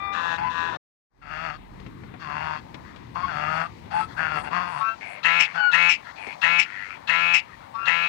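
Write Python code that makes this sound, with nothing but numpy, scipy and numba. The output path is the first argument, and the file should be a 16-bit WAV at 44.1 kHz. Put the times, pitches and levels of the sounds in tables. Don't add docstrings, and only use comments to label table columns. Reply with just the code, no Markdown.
import sys
import numpy as np
from scipy import signal
from scipy.fft import rfft, irfft
from scipy.io import wavfile
from scipy.ndimage import uniform_filter1d, minimum_filter1d
from numba import njit

SR = 44100
rng = np.random.default_rng(int(sys.argv[2]) if len(sys.argv) > 2 else 0)


def to_wav(sig):
    pcm = np.clip(np.atleast_2d(sig), -1, 1) * 32767
    pcm = np.round(pcm).astype(np.int16)
    wavfile.write(sys.argv[1], SR, pcm.T)


def volts_from_db(level):
    exponent = np.asarray(level, float) / 20
    return 10 ** exponent


N = 356328


def shape(x, points):
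    hz, db = np.transpose(points)
    log_hz = np.log(np.arange(1025) * SR / 2048 + 1)
    cepstrum = irfft(np.interp(log_hz, np.log(hz), db) * np.log(10) / 20)
    cepstrum[1:1024] *= 2
    cepstrum[1025:] = 0
    response = irfft(np.exp(rfft(cepstrum)))[:1024]
    return signal.fftconvolve(x, response)[:len(x)]


def unit(x):
    return x / np.sqrt(np.mean(x ** 2))


def band(x, lo_hz, hi_hz):
    return signal.sosfilt(signal.butter(3, [lo_hz, hi_hz], "band", fs=SR, output="sos"), x)


def walk(rate, size=N):
    hold = int(SR / rate)
    steps = np.repeat(rng.standard_normal(size // hold + 1), hold)
    return 1.3 * uniform_filter1d(uniform_filter1d(steps, hold), hold)[:size]


@njit
def svf(x, hz, width):
    y, b, l = np.empty(len(x)), 0., 0.
    for i in range(len(x)):
        g, k = np.tan(np.pi * hz[i] / SR), width / hz[i]
        v = (b + g * (x[i] - l)) / (1 + g * (g + k))
        b, l, y[i] = 2 * v - b, l + 2 * g * v, k * v
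    return y


def resonance(x, hz, width):
    return unit(svf(svf(x, hz, width), hz, width))


FAINT_DB = -19.5


def course(length, attack_s, release_s, edge_s):
    t = np.arange(int(length * SR)) / SR
    rising = np.clip(1 - t / attack_s, 0, 1)
    falling = np.clip(1 - (length - t) / release_s, 0, 1)
    ends = np.clip(np.minimum(t, length - t) / edge_s, 0, 1)
    return t / length - .5, FAINT_DB * (rising + falling), ends


def even(s, length, db, hz, low_hz, high_hz, way):
    attack_s, release_s, sag_db, settle_s, *under = way
    u, fade_db, ends = course(length, attack_s, release_s, .0054)
    left = np.exp(-(u + .5) * length / settle_s)
    settling = [f * (1 - share * left) for f, share in zip((hz, low_hz, high_hz), under)]
    return (s, db + sag_db * u + fade_db, fade_db, *settling, ends)


def uneven(rows, high_hz):
    s, hz, db, low_hz = np.transpose(rows)
    length = s[-1] - s[0]
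    u, _, ends = course(length, .01, .01, 0.016)
    now = s[0] + (u + .5) * length
    hz, db, low_hz = (np.interp(now, s, curve) for curve in (hz, db, low_hz))
    fade_db = np.minimum(db - np.median(db), 0)
    return s[0], db, fade_db, hz, low_hz, np.full(len(u), 1. * high_hz), ends


def flaps(phase, rough, chance, shimmer_db):
    out = np.zeros(len(phase) + 1)
    at = np.flatnonzero(np.diff(np.floor(phase)) > 0) + 1
    late = (phase[at] % 1) / (phase[at] - phase[at - 1])
    size = volts_from_db(shimmer_db * rough[at] * chance[at])
    out[at - 1] += size * late
    out[at] += size * (1 - late)
    return out[:-1]


HIGH_LINGERS, TREBLE_LINGERS = 0.28, 1
YELP_S, YELP_WIDTH_S = .032, .014
WAVER, WAVER_DB = .08, 6
BILL_WIDTH_HZ = 800.
# [dB, relative]
TREBLE_COLOUR = [(2500, -33.5), (3300, 16), (3700, 12), (4150, 1.5), (4700, -6.5), (5400, -4.5), (6200, -9),
                 (7000, -12), (8500, -22.5), (9500, -52), (12000, -45), (15700, -46.5)]


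def honk(controls, bright, throat, voice, roughness, flap, gape_db=0):
    weak, width, open_db, base_db = voice
    over_high_db, over_treble_db, bill, yelp_db, breath = bright
    held, onset, onset_s = roughness
    flap_size, flap_place = flap
    s, low_db, fade_db, hz, low_hz, high_hz, ends = controls
    n = len(hz)
    t = np.arange(n) / SR
    high_db = over_high_db + gape_db - HIGH_LINGERS * fade_db
    treble_db = over_treble_db + gape_db - TREBLE_LINGERS * fade_db
    high_db = high_db + yelp_db * np.exp(-((t - YELP_S) / YELP_WIDTH_S) ** 2)
    rough = held + onset * np.exp(-(t / onset_s) ** 2)
    low_hz, high_hz = (f * (1 + WAVER * held * walk(20, size=n)) for f in (low_hz, high_hz))
    high_db, treble_db = (db + WAVER_DB * held * walk(14.9, size=n) for db in (high_db, treble_db))
    phase = np.cumsum(hz * (1 + .06 * rough * walk(150, size=n))) / SR
    chance = rng.standard_normal((3, n))
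    clicks = flaps(phase, rough, chance[0], 6)
    clicks += flap_size * flaps(phase + flap_place, rough, chance[1], 6)
    pairing = np.clip(weak * (1 + 0.12 * walk(25, size=n)), 0, .9)
    clicks *= 1 + pairing * np.sign(np.sin(np.pi * phase - 1))
    puffs = unit(chance[2] * np.exp(-(phase % 1) / 2.5))
    air = np.sqrt(1 - rough) * unit(clicks) + np.sqrt(rough) * puffs
    wide = shape(air, throat)
    low = resonance(air, low_hz, 1. * width) + volts_from_db(open_db) * unit(band(wide, 400, 1487))
    high = resonance(air, high_hz, 2.0 * width) + volts_from_db(open_db) * unit(band(wide, 1970, 3217))
    breathy = air + breath * (puffs + 0.2 * chance[2][::-1])
    bill_ring = resonance(breathy, np.full(n, 1. * bill), BILL_WIDTH_HZ)
    treble = unit(unit(shape(breathy, TREBLE_COLOUR)) + 0.95 * bill_ring)
    base = volts_from_db(base_db) * np.sin(2 * np.pi * phase)
    upper = volts_from_db(high_db) * unit(high) + volts_from_db(treble_db) * treble
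    return int(s * SR), ends * volts_from_db(low_db) * (unit(low) + upper + base)


CLEAR_BRIGHT, CLEAR_ROUGH, CLEAR_FLAP = (5.5, -12.5, 3903.5, 4, 2.2), (.04, .55, .05), (.55, .478)
CLEAR_HIGH_HZ = 2400
# [Hz, held low throat resonance]
CLEAR_HONKS = [(5.229, 0.24, -29, 172, 1233), (5.713, 0.23, -28, 173.9, 1250),
               (6.412, 0.23, -29.5, 173.2, 1245), (7.071, .335, -30.5, 171.6, 1246),
               (7.852, 0.26, -31.5, 171.3, 1228)]
# [dB, relative]
CLEAR_THROAT = [(300, -26), (400, -38.5), (510, -10), (680, -15.5), (850, -2), (1350, -8), (1540, -9.5),
                (1700, 3.5), (2370, -12), (2610, 16), (3100, -4.5), (3500, -27.5), (5000, -64.5)]
# [dB, fundamental]
CLEAR_VOICE = (0.21, 191, 0.5, -19)
# attack_s [s], release_s [s], sag_db [dB], settle_s [s], then how far under their held
CLEAR_COURSE = (.025, .05, -2.3, .075, .065, -0.17, 0.342)


def clear_honks():
    return [honk(even(*row, CLEAR_HIGH_HZ, CLEAR_COURSE), CLEAR_BRIGHT, CLEAR_THROAT, CLEAR_VOICE,
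                 CLEAR_ROUGH, CLEAR_FLAP) for row in CLEAR_HONKS]


SQUAWK_HZ, SQUAWK_UPPER_HZ, SQUAWK_UPPER_DB = 2400, 5600, -16.5
# [dB, relative]
SQUAWKS = [(5.391, 0.096, -19), (5.885, 0.1, -18.5), (6.583, 0.084, -18.5), (7.333, 0.091, -18)]


def squawk(s, length, db):
    n = int(length * SR)
    u = np.arange(n) / n
    chance = rng.standard_normal((2, n))
    phase = np.cumsum(340 * (1 + .15 * walk(300, size=n))) / SR
    air = unit(flaps(phase, np.ones(n), chance[0], 3) + .05 * chance[1])
    main = unit(band(air, SQUAWK_HZ - 300, SQUAWK_HZ + 450))
    falling_hz = SQUAWK_UPPER_HZ * (1 - 0.14 * u)
    upper = unit(svf(svf(air, falling_hz, 1200.0), falling_hz, 690.0)) + 0.33 * unit(band(air, 6500, 7600))
    envelope = volts_from_db(db - 33.0 * u ** 2) * np.minimum(u / 0.16, 1) * np.minimum((1 - u) / 0.23, 1)
    return int(s * SR), envelope * (main + volts_from_db(SQUAWK_UPPER_DB) * upper)


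HOARSE_BRIGHT, HOARSE_ROUGH, HOARSE_FLAP = (-6.5, -21, 4399.5, -1.5, 1.5), (.26, .4, .04), (.15, .45)
HOARSE_HIGH_HZ = 1560
# [Hz, low throat resonance]
HOARSE_HONKS = [
    [(.37, 171.3, -36, 910), (.42, 164.2, -39.5, 900), (.5, 167.7, -40.5, 950)],
    [(1.21, 160, -49, 1450), (1.258, 144.5, -42.5, 1270), (1.458, 164, -35, 1280),
     (1.502, 146.7, -36, 1300), (1.58, 159, -55, 1060)],
    [(2.19, 169.6, -51.5, 1150), (2.3, 144.7, -36.5, 1040), (2.428, 155.9, -35.5, 915),
     (2.556, 153.2, -34.5, 960), (2.61, 159, -54, 1230)],
    [(3.14, 159, -60, 1020), (3.16, 178.6, -34.5, 1020), (3.258, 178.4, -41.5, 1060),
     (3.29, 173.3, -36, 1570), (3.342, 147.1, -32, 1250), (3.618, 163.2, -26.5, 1273),
     (3.68, 175.9, -45, 1200)],
    [(3.9, 172.7, -40, 866), (3.93, 166, -35.5, 790), (4.01, 177, -32.5, 910), (4.06, 170, -59, 1200)],
    [(4.16, 148.2, -39.5, 1490), (4.208, 161.1, -30, 1620), (4.29, 154.4, -34, 1480),
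     (4.384, 149.9, -28.5, 1310), (4.43, 151.3, -55, 880)],
    [(4.43, 166.5, -41, 780), (4.484, 147.2, -40, 800), (4.5, 158, -50, 910)],
    [(4.5, 153.3, -38, 990), (4.554, 180.8, -27, 1120), (4.708, 175, -39, 936), (4.772, 141.6, -35.5, 1040),
     (4.84, 156.4, -38.5, 1369)],
    [(5.53, 177, -46, 1340), (5.558, 166, -32, 1460), (5.62, 166.6, -42.5, 1500)],
]
GAPES = [5, 2, 2.5, -2, 1.5, 0.5, 3.5, 2, 2.5]
# [dB, relative]
HOARSE_THROAT = [(300, -51), (450, -19.5), (700, -0.5), (1070, 0), (1650, 1.5), (2300, -12), (2750, -1),
                 (3300, -49.5), (5000, -75)]
# weak [0-1], width_hz [Hz], open_db [dB], base_db [dB]
HOARSE_VOICE = (0.2, 203, -2, -13.5)


def hoarse_honks():
    return [honk(uneven(rows, HOARSE_HIGH_HZ), HOARSE_BRIGHT, HOARSE_THROAT, HOARSE_VOICE,
                 HOARSE_ROUGH, HOARSE_FLAP, gape_db) for rows, gape_db in zip(HOARSE_HONKS, GAPES)]


REEDY_BRIGHT, REEDY_HIGH_HZ = (-9, -14, 3201.5, 1.5, 2.5), 1640
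# [Hz, low throat resonance]
REEDY_HONKS = [
    [(.12, 169.1, -50, 1260), (.158, 163.2, -32, 1180), (.192, 171.3, -32.5, 1044),
     (.346, 166.2, -29.5, 893), (.38, 164, -46, 1040)],
    [(.49, 167.6, -40.5, 1010), (.59, 167, -31, 1050), (.68, 167, -34, 992), (.75, 160.1, -43, 980),
     (.78, 157, -60.5, 1036)],
]
# [dB, relative]
REEDY_THROAT = [(300, -40.5), (500, -16), (840, -17), (1000, -7.5), (1350, -4), (1700, 10), (2100, -23),
                (2700, -4.5), (3300, -38), (5000, -49.5)]
# weak [0-1], width_hz [Hz], open_db [dB], base_db [dB]
REEDY_VOICE = (0.22, 188, 1.5, -22)


def reedy_honks():
    return [honk(uneven(rows, REEDY_HIGH_HZ), REEDY_BRIGHT, REEDY_THROAT, REEDY_VOICE,
                 CLEAR_ROUGH, HOARSE_FLAP) for rows in REEDY_HONKS]


def note(s, hz, multiples, levels, ends):
    n = len(hz)
    phase = 2 * np.pi * np.cumsum(hz * (1 + .003 * walk(60, size=n))) / SR
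    strong = sum(volts_from_db(db) * np.sin(k * phase) for k, db in zip(multiples, levels))
    others = [k for k in range(2, int(6500 / hz.max())) if k not in multiples and k * hz.min() > 600]
    overtones = sum(volts_from_db(-6 * k * hz / 1000 + 6 * walk(25, size=n)) * np.sin(k * phase) for k in others)
    leak = rng.standard_normal(n) * (1 + np.sin(phase))
    breath = unit(shape(leak, HOARSE_THROAT[:-1] + TREBLE_COLOUR[-1:]))
    faint = volts_from_db(np.max(levels, axis=0) - 16.5) * (overtones + 0.46 * breath)
    flutter = 1 + 0.18 * walk(380, size=n)
    return int(s * SR), ends * np.sqrt(2) * (strong + faint) * flutter


NOTE_ATTACK, NOTE_RELEASE = 0.46, 0.74
# [dB, relative]
NOTE_PARTIALS = [(1, 0), (2, -18), (3, -28)]
# start_s [s], length_s [s], level_db [dB, relative], from_hz [Hz], to_hz [Hz]
THIN_NOTES = [(.42, .11, -28, 1010, 985), (.385, .09, -31, 840, 880), (3.22, .055, -26, 1090, 1085),
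              (3.912, .13, -29, 850, 875), (3.99, .08, -31, 1310, 1290), (5.565, .175, -19, 1495, 1410),
              (5.6, .12, -42, 2310, 2230), (5.55, .15, -33, 845, 805)]


def thin(s, length, db, from_hz, to_hz):
    u, fade_db, ends = course(length, NOTE_ATTACK * length, NOTE_RELEASE * length, .012)
    multiples, partial_db = zip(*NOTE_PARTIALS)
    round_db = db + fade_db ** 2 / FAINT_DB
    pitch = from_hz + (to_hz - from_hz) * (u + .5) ** 1.5
    return note(s, pitch, multiples, [round_db + p for p in partial_db], ends)


YODEL_FROM_HZ, YODEL_TO_HZ, YODEL_CLIMB_S, YODEL_WIDTH_HZ = 850, 1400, .045, 150
YODEL_OCTAVE_DB, YODEL_GLIDE = -7, .02
# [Hz, mid-call]
YODELS = [(4.784, 0.17, -29, 223.3), (7.729, 0.19, -33.5, 228.2)]


def yodel(s, length, db, hz):
    u, fade_db, ends = course(length, 0.027, 0.062, .012)
    climb = 1 - np.exp(-(u + .5) * length / YODEL_CLIMB_S)
    pitch = hz * (1 + YODEL_GLIDE * u)
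    centre = YODEL_FROM_HZ + (YODEL_TO_HZ - YODEL_FROM_HZ) * climb
    octave = (volts_from_db(YODEL_OCTAVE_DB) * climb ** 5) ** 2

    def near(f, c):
        return np.exp(-((f - c) / YODEL_WIDTH_HZ) ** 2)

    multiples = range(int(700 / hz) + 1, int(3000 / hz))
    powers = [near(k * pitch, centre) + octave * near(k * pitch, 2 * centre) + 0.0011 for k in multiples]
    return note(s, pitch, multiples, [db + fade_db + 10 * np.log10(p) for p in powers], ends)


# length_s [s], level_db [dB, relative], from_hz [Hz], to_hz [Hz]
CRY = (0.27, -36.5, 396, 401.5)
# [dB, relative]
CRY_PARTIALS = [(2, -9), (3, 0), (5, -12), (6, -7), (9, -16)]


def cry():
    length, db, from_hz, to_hz = CRY
    u, fade_db, ends = course(length, .002, 0.14, .004)
    multiples = [k for k, _ in CRY_PARTIALS]
    levels = [db + p + fade_db * k / 5 for k, p in CRY_PARTIALS]
    return note(0, from_hz + (to_hz - from_hz) * (u + .5), multiples, levels, ends)


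# start_s [s], peak_db [dB, relative], ring_hz [Hz],
# crack_db [dB over the thud], crack_hz [Hz]
THUDS = [(1.369, -38, 1320, -14, 1320), (1.799, -46.5, 240, 3, 1750), (1.863, -32, 164, -6.5, 1560),
         (1.958, -50, 175, -9, 1880), (2.034, -35.5, 188, -3, 1040), (2.139, -38, 196, 4.5, 920),
         (2.743, -29.5, 151, -3, 1640), (2.96, -45, 266, 8, 1580), (3.852, -32.5, 167, -13, 1340),
         (6.27, -29, 420, -10, 2330), (6.969, -41, 1390, -3, 1390)]


def thud(s, peak_db, hz, crack_db, crack_hz):
    t = np.arange(int(.06 * SR)) / SR
    noise = rng.standard_normal((2, len(t)))
    blow = unit(band(noise[0], .5 * hz, 2 * hz)) * np.exp(-t / 0.011)
    crack = unit(band(noise[1], 0.15 * crack_hz, 2 * crack_hz)) * np.exp(-t / 0.0096)
    return int(s * SR), volts_from_db(peak_db - 7) * np.minimum(t / .001, 1) * (blow + volts_from_db(crack_db) * crack)


RASP_BRIGHT, RASP_ROUGH, RASP_FLAP = (4.5, -14, 4099, -1, 5), (.55, .2, .03), (.05, .45)
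RASP_HZ = 97.6
# [Hz, high resonance]
RASPS = [(2.83, .1, -57, 1160, 1660), (4.08, 0.064, -53, 1570, 1700), (5.001, .21, -49, 756, 2110),
         (6.04, 0.087, -49, 1510, 1890), (6.155, .195, -47.5, 840, 2360), (6.631, .34, -47.5, 1500, 2080),
         (7.472, 0.092, -55.5, 1200, 2000), (5.448, 0.098, -50, 1180, 2180), (7.587, .09, -61, 1427, 1430)]
# [dB, relative]
RASP_THROAT = [(260, -63), (450, -48), (556, -17), (693, -6.5), (807, -2.5), (1930, 25), (3400, -12),
               (4420, -84), (7480, -120)]
# weak [0-1], width_hz [Hz], open_db [dB], base_db [dB]
RASP_VOICE = (0.2, 240.5, -9, -36)
# attack_s [s], release_s [s], sag_db [dB], settle_s [s], then the starts of pitch, low and
RASP_COURSE = (0.026, 0.023, -.8, .05, -.04, 0.12, 0.03)


def far_rasps():
    return [honk(even(s, length, db, RASP_HZ, low_hz, high_hz, RASP_COURSE), RASP_BRIGHT, RASP_THROAT,
                 RASP_VOICE, RASP_ROUGH, RASP_FLAP) for s, length, db, low_hz, high_hz in RASPS]


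BURST_LO_HZ, BURST_HI_HZ = 7350, 10160
# [dB, relative]
HIGH_BURSTS = [(3.501, 0.19, -70.5), (3.904, .17, -64), (4.159, 0.082, -67.5), (4.32, .18, -65.5),
               (4.668, 0.17, -64.5), (5.044, 0.13, -63), (6.168, 0.18, -68)]


def high_burst(s, length, db):
    u, fade_db, ends = course(length, 0.056, 0.053, 0.012)
    level_db = db + .5 * fade_db + 2.5 * walk(60, size=len(u))
    noise = unit(band(rng.standard_normal(len(u)), BURST_LO_HZ, BURST_HI_HZ))
    return int(s * SR), ends * volts_from_db(level_db) * noise


DROP_S, BACK_S, FADE_S = .772, 1.095, 0.24
HUM_HZ, HUM_DB, HUM_END_S = 45, -45, 1.94
# [dB, relative]
AIR_COURSE = [(0.0, -48.5, -52.5), (.25, -59, -44), (.446, -41.5, -59.5), (.74, -55.5, -40),
              (1.27, -52, -65.5), (1.89, -48.5, -59.5), (3.87, -49, -58), (4.15, -48.5, -52.5),
              (4.45, -48.5, -47), (4.85, -61, -56), (5.78, -61.5, -56.5), (7.87, -57.5, -57),
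              (8.08, -72, -57.5)]
# [dB, relative]
WIND_COLOUR = [(25, -30.5), (36, -21.5), (46, -2), (80, 1.5), (184, -2.5), (312, -6.5), (500, -16),
               (700, -44), (1100, -100)]
# [dB, relative]
HUSH_COLOUR = [(100, -10.5), (200, -14), (300, -11.5), (450, -13), (900, -3.5), (1400, -11), (2000, -13),
               (3000, -21), (4000, -24), (6000, -30.5), (9000, -41.5), (13000, -46.5), (15700, -41)]


def yard_air():
    t = np.arange(N) / SR
    s, wind_db, hush_db = np.transpose(AIR_COURSE)
    shared, own = (unit(shape(rng.standard_normal(N), WIND_COLOUR)) * volts_from_db(2.1 * walk(9)) for _ in range(2))
    noise = shape(rng.standard_normal(N), HUSH_COLOUR)
    octaves = [band(noise, f, 2 * f) * volts_from_db(2.0 * walk(12)) for f in 125 * 2. ** np.arange(7)]
    swell_db = np.interp(t, s, hush_db)
    calm_db = minimum_filter1d(swell_db[::-1], size=SR)
    calm_db = uniform_filter1d(calm_db, size=SR // 4)[::-1].clip(-62, 0)
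    hush = volts_from_db(swell_db) * sum(octaves[:4]) + volts_from_db(calm_db + 1.5) * sum(octaves[4:])
    hush = hush / np.std(noise)
    gust = volts_from_db(np.interp(t, s, wind_db))
    hum = volts_from_db(HUM_DB) * np.sin(2 * np.pi * HUM_HZ * t)
    hum = hum * np.clip((HUM_END_S - t) / 0.042, 0, 1) * (t > BACK_S)
    return volts_from_db(4.0) * gust * shared + volts_from_db(13.0) * hush, volts_from_db(-1.5) * gust * own + hum


# freq_hz [Hz], loss_db [dB]
MUFFLE = [(60, 21.5), (94, 6.5), (150, 6), (230, 9), (360, 10.5), (570, 12.5), (890, 12), (1390, 22.5),
          (2180, 32), (3410, 28)]


def scene():
    sounds = clear_honks() + hoarse_honks() + reedy_honks() + far_rasps() + [cry()]
    for play, rows in ((squawk, SQUAWKS), (thin, THIN_NOTES), (yodel, YODELS), (thud, THUDS),
                       (high_burst, HIGH_BURSTS)):
        sounds += [play(*row) for row in rows]
    birds = np.zeros(2 * N)
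    for start, sound in sounds:
        birds[start:start + len(sound)] += sound
    birds = birds[:N]
    t = np.arange(int(.3 * SR)) / SR
    echoes = band(rng.standard_normal((2, len(t))), 210, 2700) * np.exp(-t / 0.024) * (t > .006)
    heard = [birds + volts_from_db(db) * signal.fftconvolve(birds, echo / np.sqrt(np.sum(echo ** 2)))[:N]
             for echo, db in zip(echoes, (-21, -11))]
    shared, own = yard_air()
    left = volts_from_db(7.5) * heard[0] + shared
    muffled = shape(volts_from_db(5.5) * heard[1] + shared, [(f, -loss_db) for f, loss_db in MUFFLE])
    right = np.roll(muffled, 20)
    self_noise = volts_from_db(-72.5) * unit(band(rng.standard_normal(N), 300, 15500))
    return np.array([left, right + own + self_noise])


def band_limit(x):
    return signal.sosfilt(signal.butter(12, 15760, fs=SR, output="sos"), x)


def record(dry):
    t = np.arange(N) / SR
    drop = np.clip((DROP_S - t) / .006, 0, 1)
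    back = np.clip((t - BACK_S) / FADE_S, 0, 1) ** 1.5
    gate = np.where(t < 1, drop, back)
    mix = .95 * np.tanh(dry / .95) * gate
    return band_limit(mix)


dry = scene()
out = record(dry)
to_wav(out)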